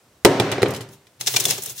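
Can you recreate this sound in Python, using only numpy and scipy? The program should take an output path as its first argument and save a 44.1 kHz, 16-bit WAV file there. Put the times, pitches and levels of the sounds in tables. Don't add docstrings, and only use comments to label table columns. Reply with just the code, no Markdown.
import sys
import numpy as np
from scipy import signal
from scipy.io import wavfile
from scipy.ndimage import uniform_filter1d

SR = 44100
rng = np.random.default_rng(int(sys.argv[2]) if len(sys.argv) > 2 else 0)


def inscribe(sig):
    pcm = np.round(np.clip(np.atleast_2d(sig).T, -1, 1) * 32767)
    wavfile.write(sys.argv[1], SR, pcm.astype(np.int16))


N = 79380
TIME_S = np.arange(N) / SR
RESPONSE_SAMPLES = 8000
EDGES_HZ = 35 * 2 ** np.arange(0, 9.1, .5)
BANDS_HZ = np.sqrt(EDGES_HZ[1:] * EDGES_HZ[:-1])

# (frequency [Hz], level per band [dB])
FLOOR = [(30, -69), (50, -65), (78, -56.5), (125, -69.5), (250, -69.5), (520, -68), (1000, -69.5),
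         (3000, -70.5), (8000, -68.5), (15000, -71.5)]
# (frequency [Hz], left-right correlation [0..1])
LIKENESS = [(60, 1), (250, .99), (600, 0.94), (1300, 0.77), (2600, 0.32), (5000, 0.51), (14000, 0.06)]
# (frequency [Hz], t60 [s])
ROOM_T60 = [(60, 0.37), (150, .56), (500, 0.47), (2000, 0.49), (5000, 0.54), (9000, 0.22), (15000, .42)]
# (frequency [Hz], relative level [dB])
ROOM_SEND = [(60, -1.5), (150, -3), (400, -10.5), (1200, -4), (4000, -9.5), (9000, -11.5), (15000, -16.5)]

IMPACT_HZ = [120, 450, 2000, 9000]
# (time [s], crumble time constant [s], bass [dB], thud [dB], knock [dB], crack [dB])
IMPACTS = [(0.2488, .002, 9.5, 15.5, 11.5, 2.5), (0.2528, 0.0014, 16.5, 21, 13, 12),
           (0.2559, 0.00067, -8, 21.5, 17, -7), (.2615, 0.0058, -33, 8, 8.5, 4),
           (0.3989, 0.0013, 1, 4, 5.5, -4), (.5160, 0.0028, -22, -30, -14, -15.5),
           (0.5224, 0.011, -12, -15.5, -7.5, -28), (.5810, 0.0029, -42, -17, -22, -47),
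           (0.6194, 0.0036, -15.5, -19.5, -21.5, -26.5), (0.6297, 0.00067, -20, -8, -15, -24),
           (0.6586, 0.0067, -30, -22, -17, -45), (0.6838, 0.0036, -20.5, -40, -58, -34.5),
           (0.7068, .004, -32, -39, -52, -32), (0.7373, 0.0019, -43, -44, -40, -38.5),
           (0.747, 0.0063, -30.5, -62, -36, -35), (0.7619, 0.0091, -52, -63, -39, -34.5),
           (.8070, 0.013, -32, -42, -37.5, -37.5), (.8880, 0.0041, -41.5, -53, -61.5, -49.5),
           (1.069, 0.0037, -63, -85, -53, -57), (1.2105, 0.00052, -55.5, -50.5, -34.5, -25.5),
           (1.2767, 0.00043, -72, -50.5, -25, -27), (1.5088, 0.00038, -56, -43, -27, -17)]
# (frequency [Hz], relative level [dB])
IMPACT_COLOUR = [(35, -32), (70, -20.5), (115, -7), (220, -9), (330, -4.5), (500, 1), (800, -8.5),
                 (1500, -9), (3500, -5.5), (8000, -5), (15000, -10.5)]
# (frequency [Hz], t60 [s])
IMPACT_RING = [(60, 0.028), (130, .07), (450, 0.11), (1500, 0.0073), (5000, 0.06), (15000, .016)]
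# (frequency [Hz], share of energy [0..1])
CRUMBLING = [(300, 0.015), (1000, 0.38), (2500, 0.68), (8000, 1)]
# (frequency [Hz], relative level [dB], t60 [s])
TABLE_MODES = [(116.5, 6.5, 0.22), (147.4, -6.5, 0.37), (167, -10, 0.27), (204.4, -15.5, 0.4),
               (274.7, -12.5, 0.42), (357.6, -4.5, 0.2), (393, -18.5, 0.61), (523, -18.5, 0.38),
               (567, -18.5, 0.33), (928, -25, 0.64)]

# (time [s], level [dB], treble tilt [dB/octave])
DRAG = [(.90, -71, 4), (.935, -55.5, 3.5), (.96, -67, 2.5), (1.0, -92, 1), (1.185, -85, -4),
        (1.204, -43.5, 2), (1.255, -51, 2), (1.29, -41, 4), (1.325, -40, 6), (1.39, -36, 0.5),
        (1.425, -39.5, 1), (1.521, -32.5, 1.5), (1.555, -41.5, 3), (1.606, -55, 7), (1.671, -41.5, 2),
        (1.721, -48.5, 7), (1.744, -62.5, 5.5), (1.765, -47.5, 4.5), (1.8, -54, 11.5)]
# (frequency [Hz], relative level [dB])
DRAG_COLOUR = [(40, -47.5), (75, -30), (120, -1), (200, -15.5), (290, -8), (400, -2.5), (1000, -13.5),
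               (1800, -13.5), (3000, 0.5), (6000, -3.5), (11000, -2), (15000, -4)]
TILT_PIVOT_HZ, TILT_LOWEST_HZ = 4270, 900
CRUNCH_HZ = [540, 3630, 11100]
# (time [s], length [s], body [dB], crunch [dB], hiss [dB])
CRUNCHES = [(1.211, 0.0018, -62, -30, -35), (1.2611, 0.0035, -53, -32.5, -32),
            (1.269, 0.006, -34, -23.5, -23.5), (1.276, 0.0081, -45, -30.5, -29),
            (1.338, 0.01, -32.5, -29, -34), (1.362, 0.0066, -33, -17.5, -18.5),
            (1.399, .008, -44, -29.5, -19.5), (1.439, 0.0025, -47, -36, -26),
            (1.452, 0.0029, -36, -23, -15.5), (1.464, 0.0011, -22.5, -70, -56),
            (1.482, 0.012, -41.5, -31, -31), (1.499, 0.01, -53, -28.5, -26.5),
            (1.508, 0.011, -42.5, -33, -44), (1.578, 0.0074, -36, -42, -34.5),
            (1.62, 0.0064, -51.5, -48.5, -30.5), (1.634, 0.0034, -48, -58, -24),
            (1.658, 0.0044, -48.5, -45, -26.5), (1.695, .012, -49.5, -45, -34.5),
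            (1.778, 0.045, -66, -40.5, -44.5)]
# (frequency [Hz], relative level [dB])
CRUNCH_COLOUR = [(40, -32), (120, -5), (190, -28), (290, -12), (430, -4), (1000, -10.5), (1700, -10.5),
                 (2600, -4), (4500, 2), (7000, 2), (11000, -4.5), (15000, -4.5)]
CRUNCH_ATTACK_S, CRUNCH_RELEASE_S = 0.00087, 0.005
# (frequency [Hz], t60 [s])
GRIT_RING = [(60, 0.046), (130, 0.099), (500, 0.018), (2500, 0.01), (7000, 0.00563), (15000, 0.0044)]
GRIT_PER_S, GRIT_SPREAD_DB = 5800, 1
GRAIN_COLOUR_DB = 2

# (time [s], level [dB])
DRONE = [(1.18, -66), (1.21, -40), (1.32, -43.5), (1.36, -27), (1.43, -39.5), (1.49, -41), (1.56, -63),
         (1.63, -61), (1.72, -35.5), (1.8, -60)]
DRONE_HZ, DRONE_T60_S = 121.8, 0.27
# (time [s], frequency [Hz], level [dB], t60 [s])
SHARDS = [(1.211, 6490, -36, 0.13), (1.364, 2377, -16, 0.067), (1.454, 3470, -10, 0.02)]

MIC_LOW_CUT_HZ, CUTOFF_HZ = 140, 15750
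GAIN_THRESHOLD_DB, GAIN_DEPTH_DB = -5.5, 30
GAIN_DETECTOR_S, GAIN_ATTACK_S, GAIN_RECOVERY_DB_PER_S = 0.0013, 0.00067, 70
CLIP_CEILING = .95


def from_db(db):
    return 10 ** (np.asarray(db) / 20)


def unit_energy(x):
    return x / np.sqrt(np.mean(np.sum(x ** 2, axis=-1)) + 1e-20)


def at_hz(points, hz):
    f, value = np.transpose(list(points))
    return np.interp(np.log(hz), np.log(f), value)


def clicks(times_s, heights):
    return np.bincount((np.asarray(times_s) * SR).astype(int), heights, N)[:N]


def band(x, k):
    sos = signal.butter(2, EDGES_HZ[k:k + 2], "band", fs=SR, output="sos")
    return signal.sosfilt(sos, x + 1e-18)


def spread(mid, side, hz):
    alike = np.clip(at_hz(LIKENESS, hz), 0, 1)
    return np.sqrt((1 + alike) / 2) * mid + np.sqrt((1 - alike) / 2) * np.array([side, -side])


def stereo_noise(hz, size=N):
    return spread(*rng.standard_normal((2, size)), hz)


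def room_tone():
    out = 0
    for k, hz in enumerate(BANDS_HZ):
        out = out + from_db(at_hz(FLOOR, hz)) * unit_energy(band(stereo_noise(hz), k))
    return np.sqrt(N) * out


def dying(t60_s):
    return np.exp(-np.log(1000) * np.minimum(TIME_S[:RESPONSE_SAMPLES] / t60_s, 4))


def ring(x, hz, t60_s):
    r, w = np.exp(-np.log(1000) / (t60_s * SR)), 2 * np.pi * hz / SR
    return signal.lfilter([0, np.sin(w)], [1, -2 * r * np.cos(w), r * r], x + 1e-18)


def resound(drive, k, ring_t60, snap_db, room_db):
    hz = BANDS_HZ[k]
    click = unit_energy(band(signal.unit_impulse(RESPONSE_SAMPLES), k)) * (-1) ** k
    snap = from_db(snap_db) * click
    decaying_noise = stereo_noise(hz, size=RESPONSE_SAMPLES) * dying(at_hz(ring_t60, hz))
    body = unit_energy(band(decaying_noise, k))
    direct = signal.oaconvolve(drive, unit_energy(snap + body), axes=1)[:, :N]

    keep = np.exp(-2 * np.log(1000) / (at_hz(ROOM_T60, hz) * SR))
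    stored = signal.lfilter([1 - keep], [1, -keep], np.mean(drive ** 2, axis=0) + 1e-18)
    tail = unit_energy(band(stereo_noise(hz), k)) * np.sqrt(N * stored)
    return direct + from_db(room_db + at_hz(ROOM_SEND, hz)) * tail


def grit():
    sizes = from_db(GRIT_SPREAD_DB * np.minimum(rng.exponential(1, N), 5)) * rng.choice([-1, 1], N)
    grains = sizes * (rng.random(N) < GRIT_PER_S / SR)
    local_power = np.abs(uniform_filter1d(grains ** 2, size=200))
    return grains / np.sqrt(local_power + 0.0013)


def strike_strengths(hz):
    return from_db([at_hz(zip(IMPACT_HZ, row[2:]), hz) for row in IMPACTS])


def table_top(times_s):
    out = 0
    for hz, db, t60_s in TABLE_MODES:
        out = out + from_db(db) * ring(clicks(times_s, strike_strengths(hz)), hz, t60_s)
    return out


def impacts():
    times_s = [row[0] for row in IMPACTS]
    crumbles = []
    for start_s, decay_s, *_ in IMPACTS:
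        since_s = TIME_S - start_s
        crumbles.append(unit_energy((since_s >= 0) * np.exp(-np.clip(since_s / decay_s, 0, 20))))
    crumble_power = np.array(crumbles) ** 2
    grains = grit(), grit()
    out = 0
    for k, hz in enumerate(BANDS_HZ):
        share = np.clip(at_hz(CRUMBLING, hz), 0, 1)
        strengths = strike_strengths(hz)
        knock = np.sqrt(1 - share) * clicks(times_s, strengths)
        crumble = np.sqrt(share * (strengths ** 2 @ crumble_power)) * spread(*grains, hz)
        drive = (knock + crumble) * np.sqrt(SR / 100)
        contact = resound(drive, k, IMPACT_RING, snap_db=-1.5, room_db=0.24)
        out = out + from_db(at_hz(IMPACT_COLOUR, hz)) * contact
    return out + table_top(times_s)


def tinted(grains):
    varied = grains * from_db(GRAIN_COLOUR_DB * np.clip(rng.standard_normal(N), -2, 2))
    return varied * np.std(grains) / np.std(varied)


def crunch_envelopes():
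    envelopes = []
    for start_s, length_s, *_ in CRUNCHES:
        since_s = TIME_S - start_s
        attack = np.clip(since_s / CRUNCH_ATTACK_S, 0, 1)
        release = np.exp(-np.maximum(since_s - length_s, 0) / CRUNCH_RELEASE_S)
        envelopes.append(attack * release)
    return np.array(envelopes)


def dragging():
    s, db, tilt = np.transpose(DRAG)
    level_db = np.interp(TIME_S, s, db, left=-120)
    tilt_db_per_octave = np.interp(TIME_S, s, tilt)
    grains = grit(), grit()
    bursts = crunch_envelopes()
    out = 0
    for k, hz in enumerate(BANDS_HZ):
        octaves = np.log2(max(hz, TILT_LOWEST_HZ) / TILT_PIVOT_HZ)
        slide = from_db(level_db + at_hz(DRAG_COLOUR, hz) + tilt_db_per_octave * octaves)
        crunch_db = [at_hz(zip(CRUNCH_HZ, row[2:]), hz) + at_hz(CRUNCH_COLOUR, hz) for row in CRUNCHES]
        crunch = from_db(crunch_db) @ bursts
        drive = tinted(spread(*grains, hz)) * np.hypot(slide, crunch)
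        out = out + resound(drive, k, GRIT_RING, snap_db=2, room_db=2.0)
    return out


def table_drone():
    hum = ring(rng.standard_normal(N), DRONE_HZ, DRONE_T60_S)
    hum = ring(hum, DRONE_HZ, DRONE_T60_S / 2)
    level_db = np.interp(TIME_S, *np.transpose(DRONE), left=-120)
    return unit_energy(hum) * np.sqrt(N) * from_db(level_db)


def shards():
    return sum(ring(clicks([s], [from_db(db)]), hz, t60_s) for s, hz, db, t60_s in SHARDS)


def scene():
    return room_tone() + impacts() + dragging() + table_drone() + shards()


def smooth(x, time_s):
    keep = np.exp(-1 / (time_s * SR))
    return signal.lfilter([1 - keep], [1, -keep], x)


def gain_reduction_db(x):
    power = smooth(np.mean(x ** 2, axis=0), GAIN_DETECTOR_S)
    over_db = np.maximum(10 * np.log10(power + 1e-12) - GAIN_THRESHOLD_DB, 0)
    ramp_db = GAIN_RECOVERY_DB_PER_S * TIME_S
    held_db = np.maximum.accumulate(np.minimum(over_db, GAIN_DEPTH_DB) + ramp_db) - ramp_db
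    return smooth(held_db, GAIN_ATTACK_S)


def record(dry):
    low_cut = signal.butter(2, MIC_LOW_CUT_HZ, "high", fs=SR, output="sos")
    dry = signal.sosfilt(low_cut, dry)
    x = dry * from_db(-gain_reduction_db(dry))
    clipped = CLIP_CEILING * x / (1 + x ** 4) ** .25
    top_cut = signal.ellip(10, .1, 80, CUTOFF_HZ, fs=SR, output="sos")
    return signal.sosfilt(top_cut, clipped)


dry = scene()
out = record(dry)
inscribe(out)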